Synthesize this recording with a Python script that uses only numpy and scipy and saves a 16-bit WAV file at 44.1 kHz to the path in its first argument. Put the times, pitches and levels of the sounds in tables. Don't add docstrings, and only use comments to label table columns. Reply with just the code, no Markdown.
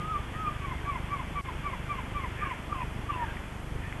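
import sys
import numpy as np
from scipy import signal
from scipy.fft import rfft, irfft
from scipy.io import wavfile

SR = 44100
rng = np.random.default_rng(int(sys.argv[2]) if len(sys.argv) > 2 else 0)


def store_wav(level_fs):
    pcm = np.round(np.clip(np.atleast_2d(level_fs), -1, 1) * 32767)
    wavfile.write(sys.argv[1], SR, pcm.T.astype(np.int16))


N = 176400
T = np.arange(N) / SR

WOBBLE, JITTER, FLUTTER_DB = .004, .011, 2.6
RASP_DB, OCTAVE_RASP, BREAK_RASP = -16, .75, 1.9
RISE_HZ_PER_S, ARCH_S, STEP_S, BREAK_BEFORE_S, DROP_KNEE_S = 800, .065, .0301, .01365, .0217
MIDDLE_SWELL_S, TRAIL_S, TRAIL_DB = .01, .015, -10
RELEASE_S, STOP_S = .028, .014
OCTAVE_HELD, OCTAVE_LAG_S = .58, .0053
# (first accent [s], middle accent [s], last accent [s], lead-in [s],
# first swell [s], last swell [s], top pitch [Hz], step down [Hz], break pitch [Hz], drop [Hz/s],
# first level [dB], held level [dB], middle level [dB], last level [dB], early octave [dB],
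# late octave [dB], half-tones [dB], hoarseness [0-1])
HONKS = [(.116, .146, .162, .17, .022, .013, 1280, 75, 1192, 900, -36, -39.5, -40, -33, -66, -48, -70, .25),
         (.422, .452, .481, .08, .032, .015, 1280, 50, 1214, 1500, -39.5, -44, -38, -28.5, -70, -43, -70, .25),
         (.652, .688, .721, .047, .018, .009, 1135, 50, 1055, 3200, -40, -50, -43, -35.5, -49, -42, -62, .5),
         (.897, .931, .961, .055, .023, .008, 1158, 60, 1055, 3500, -31, -49, -41, -34, -45, -41, -56, .45),
         (1.138, 1.168, 1.203, .04, .023, .008, 1160, 60, 1058, 3700, -30.5, -54, -46, -33.5, -44, -43, -56, .45),
         (1.382, 1.41, 1.491, .04, .023, .009, 1164, 60, 1060, 3700, -32, -54, -42, -34.5, -44, -43.5, -58, .45),
         (1.671, 1.697, 1.737, .04, .021, .008, 1164, 60, 1058, 3900, -31.5, -54, -42, -34.5, -42.5, -41, -58, .45),
         (1.917, 1.948, 1.991, .03, .021, .008, 1178, 60, 1060, 3700, -32, -54, -43, -34, -42.5, -43, -53, .45),
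         (2.174, 2.203, 2.247, .033, .02, .011, 1173, 65, 1058, 3300, -32, -51, -40, -36.5, -44, -40, -56, .45),
         (2.433, 2.47, 2.518, .018, .015, .013, 1192, 85, 1050, 3200, -30.5, -48, -37.5, -37, -47, -43, -49, .7),
         (2.729, 2.76, 2.82, .04, .008, .036, 1190, 115, 1022, 2200, -30.5, -44, -41, -42, -49, -49, -48, .9),
         (3.104, 3.164, 3.227, .018, .012, .038, 1180, 120, 955, 1100, -31, -42.5, -42, -35.5, -50, -54, -56, .8)]


def swan():
    voice, overtones = np.zeros(N), np.zeros(N)
    wobble, jitter, flutter = WOBBLE * drift(32.5), JITTER * drift(300), FLUTTER_DB * drift(108)
    rasp, smear, crack = from_db(RASP_DB) * drift(420), OCTAVE_RASP * drift(125), BREAK_RASP * drift(160)
    for (first, middle, last, lead, first_swell, last_swell, high, step, low, drop,
         first_db, held_db, middle_db, last_db, early_db, late_db, half_db, hoarse) in HONKS:
        breaks = last - BREAK_BEFORE_S
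        below_top = RISE_HZ_PER_S * ARCH_S * ramp((first - T) / ARCH_S / 1.495)
        stepped = ramp((T - first) / STEP_S)
        fall = np.clip((T - first) / (breaks - first), 0, 1)
        plunge = drop * np.clip(T - breaks, 0, .042) ** 2 / DROP_KNEE_S
        hz = high - below_top - step * stepped + (low - high + step) * fall - plunge
        phase = turn(hz * (1 + wobble + hoarse * jitter))

        sounding = ramp((last + RELEASE_S - T) / STOP_S)
        held = ramp((T - first + lead) / .012) * sounding
        trail = from_db(TRAIL_DB) * accent(last + TRAIL_S, MIDDLE_SWELL_S)
        ending = sounding * (accent(last, last_swell) + trail)
        level = (from_db(held_db) * held + from_db(first_db) * accent(first, first_swell)
                 + from_db(middle_db) * accent(middle, MIDDLE_SWELL_S) + from_db(last_db) * ending)
        shake = from_db(hoarse * flutter)
        voice += level * shake * (np.sin(phase) + hoarse * rasp * np.cos(phase))

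        early = accent(first + OCTAVE_LAG_S, first_swell) + OCTAVE_HELD * held * (1 - fall)
        late = ending + OCTAVE_HELD * held * fall ** 2 * (T < last)
        octave_level = from_db(early_db) * early + from_db(late_db) * late
        octave = np.sin(2 * phase + hoarse * (smear + crack * ending))
        half_tones = np.sin(5 * phase / 2 + 2 * smear) + np.sin(3 * phase / 2 + 2 * smear) / 2
        overtones += shake * (octave_level * octave + from_db(half_db) * held * stepped * half_tones)
    return np.sqrt(2) * voice, overtones


# (start [s], length [s], start pitch [Hz], end pitch [Hz], level [dB], bandwidth [Hz])
HOARSE_TONES = [(0.333, 0.05, 1850, 1800, -47, 200), (0.825, 0.06, 1400, 1810, -46, 110),
                (0.719, 0.087, 2180, 2060, -47.5, 110), (2.348, 0.16, 1700, 1650, -41, 300),
                (2.35, 0.19, 2420, 2150, -43, 300), (3.091, .1, 2807, 2620, -48.5, 220),
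                (3.155, 0.092, 1850, 1810, -41.5, 69.6), (3.225, 0.125, 1660, 1580, -45, 111),
                (3.76, 0.19, 1900, 1760, -49, 190), (3.782, 0.188, 2520, 2417, -55, 260)]


def hoarse_tones():
    tones = np.zeros(N)
    for start, length, start_hz, end_hz, db, width in HOARSE_TONES:
        progress = np.clip((T - start) / length, 0, 1)
        phase = turn(start_hz + (end_hz - start_hz) * progress)
        breath = drift(width / 2) * np.sin(phase) + drift(width / 2) * np.cos(phase)
        tones += from_db(db) * np.sin(np.pi * progress) * breath
    return tones


# (delay [s], level [dB])
SHORE_ECHOES = [(0.035, -22), (0.077, -27), (.135, -25.5)]


def shore(calls, tail_db=-16.5, tail_t60_s=.58):
    tail = rng.standard_normal(N) * from_db(-60 * T / tail_t60_s) * ramp(T / .016)
    diffuse = signal.fftconvolve(calls, tail / np.sqrt(np.sum(tail ** 2)))[:N]
    echoes = sum(from_db(db) * np.interp(T - delay, T, calls, left=0) for delay, db in SHORE_ECHOES)
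    return from_db(tail_db) * diffuse + echoes


# (time [s], level [dB])
DRIPS = [(3.369, -33.5), (3.836, -35), (3.926, -34)]


def drips(pitch_hz=2060, width_hz=370, decay_s=.0053):
    level = sum(from_db(db) * (T >= at) * np.exp(-abs(T - at) / decay_s) for at, db in DRIPS)
    return level * drift(width_hz / 2) * np.sin(2 * np.pi * pitch_hz * T)


# (frequency [Hz], relative density [dB])
FLOOR_SPECTRUM = [(15, -14), (38, -17), (62, 7.5), (90, 1.5), (140, 2.5), (200, -2), (330, -5), (550, -8.5),
                  (1000, -7.5), (1500, -10), (2200, -11.5), (2800, -15), (3500, -15.5)]
# (time [s], relative level [dB])
FLOOR_SWELL = [(0, 2.5), (1.2, 2.5), (2.4, 2.5), (2.95, 0.5), (3.3, 3.5), (3.62, -2), (4, 1)]


def noise_floor(level_db=-38.5, upper_from_hz=800):
    times, db = np.transpose(FLOOR_SWELL)
    swell = from_db(np.interp(T, times, db - db.mean()))
    bed = noise(FLOOR_SPECTRUM)
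    upper = cut(bed, upper_from_hz, "high", order=1)
    return from_db(level_db) * (bed + upper * (swell - 1))


FRAME_HZ, MAINS_HZ, MAINS_DB = 25, 50, -55
PULSE_AT_S, PULSE_S, PULSE_DB, PULSE_SPREAD_DB = .00079, .00586, -29.5, 1.5
SAG_S, SAG_DB, SAG_SPREAD, SAG_NOISE_DB, SAG_TOP_HZ = .01038, -41, .65, -38.5, 196
# (time [s], gain [dB])
THROB_GAIN = [(0, .5), (2.44, 1), (2.52, -5), (2.78, 1.5), (3.42, .5), (3.55, -4.5), (3.74, 2.5), (4, -2.5)]


def throb(low_hz=22.2, top_hz=425):
    since = (T - PULSE_AT_S) % (1 / FRAME_HZ)
    pulse = np.sin(np.pi * np.clip(since / PULSE_S, 0, 1)) * from_db(PULSE_DB + PULSE_SPREAD_DB * drift(30))
    depth = from_db(SAG_DB) * (1 + SAG_SPREAD * drift(30))
    sag = (since > 1 / FRAME_HZ - SAG_S) * (from_db(SAG_NOISE_DB) * drift(SAG_TOP_HZ) - depth)
    gain = from_db(np.interp(T, *np.transpose(THROB_GAIN)))
    mains = from_db(MAINS_DB) * np.cos(2 * np.pi * MAINS_HZ * T)
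    return cut(cut(gain * (pulse + sag), top_hz), low_hz, "high", order=1) + mains


# (frequency [Hz], relative density [dB])
HISS_SPECTRUM = [(2500, -37), (3800, 0), (7500, 0), (10000, -2), (12000, -3.5)]
# (frequency [Hz], level [dB])
WHINES = [(8659, -77.5), (11463, -86), (11545, -75)]


def electronics(hiss_db=-59):
    whine = sum(np.sqrt(2) * from_db(db) * np.sin(2 * np.pi * hz * T) for hz, db in WHINES)
    return from_db(hiss_db) * noise(HISS_SPECTRUM) + whine


def dropout(at_s=1.413, length_s=.014, recover_s=.033):
    return ramp((T - at_s) / .0047 + .5) * ramp((at_s + length_s + recover_s - T) / recover_s)


def accent(at, swell, fade_share=.61):
    return np.exp(-((T - at) / np.where(T < at, swell, fade_share * swell)) ** 2)


def from_db(db):
    return 10 ** (np.asarray(db) / 20)


def rms_one(x):
    return x / np.sqrt(np.mean(x ** 2) + 1e-20)


def cut(x, hz, kind="low", order=2):
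    return signal.sosfilt(signal.butter(order, hz, kind, fs=SR, output="sos"), x)


def drift(hz):
    return rms_one(cut(rng.standard_normal(N + SR), hz)[SR:])


def noise(spectrum):
    hz, db = np.transpose(spectrum)
    bins_hz = np.maximum(np.arange(N // 2 + 1) * SR / N, 1)
    colour = from_db(np.interp(np.log(bins_hz), np.log(hz), db))
    return rms_one(irfft(rfft(rng.standard_normal(N)) * colour, N))


def ramp(x):
    return np.sin(np.pi / 2 * np.clip(x, 0, 1)) ** 2


def turn(hz):
    return 2 * np.pi * np.cumsum(hz) / SR


OVERTONE_ECHO_DB = 8.5
OUTDOOR_DIP_DB, THROB_DIP_DB = -14.5, -7
MIC_TOP_HZ, CUTOFF_HZ = 3543, 12000


def scene():
    voice, overtones = swan()
    calls = voice + hoarse_tones()
    echoes = shore(calls + from_db(OVERTONE_ECHO_DB) * overtones)
    outdoors = calls + overtones + echoes + drips() + noise_floor()
    dip = dropout()
    heard = outdoors * from_db(OUTDOOR_DIP_DB * dip) + throb() * from_db(THROB_DIP_DB * dip)
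    narrowed = signal.sosfiltfilt(signal.butter(18, MIC_TOP_HZ, fs=SR, output="sos"), heard)
    return (narrowed + electronics())[None]


def record(dry):
    return signal.sosfilt(signal.ellip(12, .2, 70, CUTOFF_HZ, fs=SR, output="sos"), dry)


dry = scene()
out = record(dry)
store_wav(out)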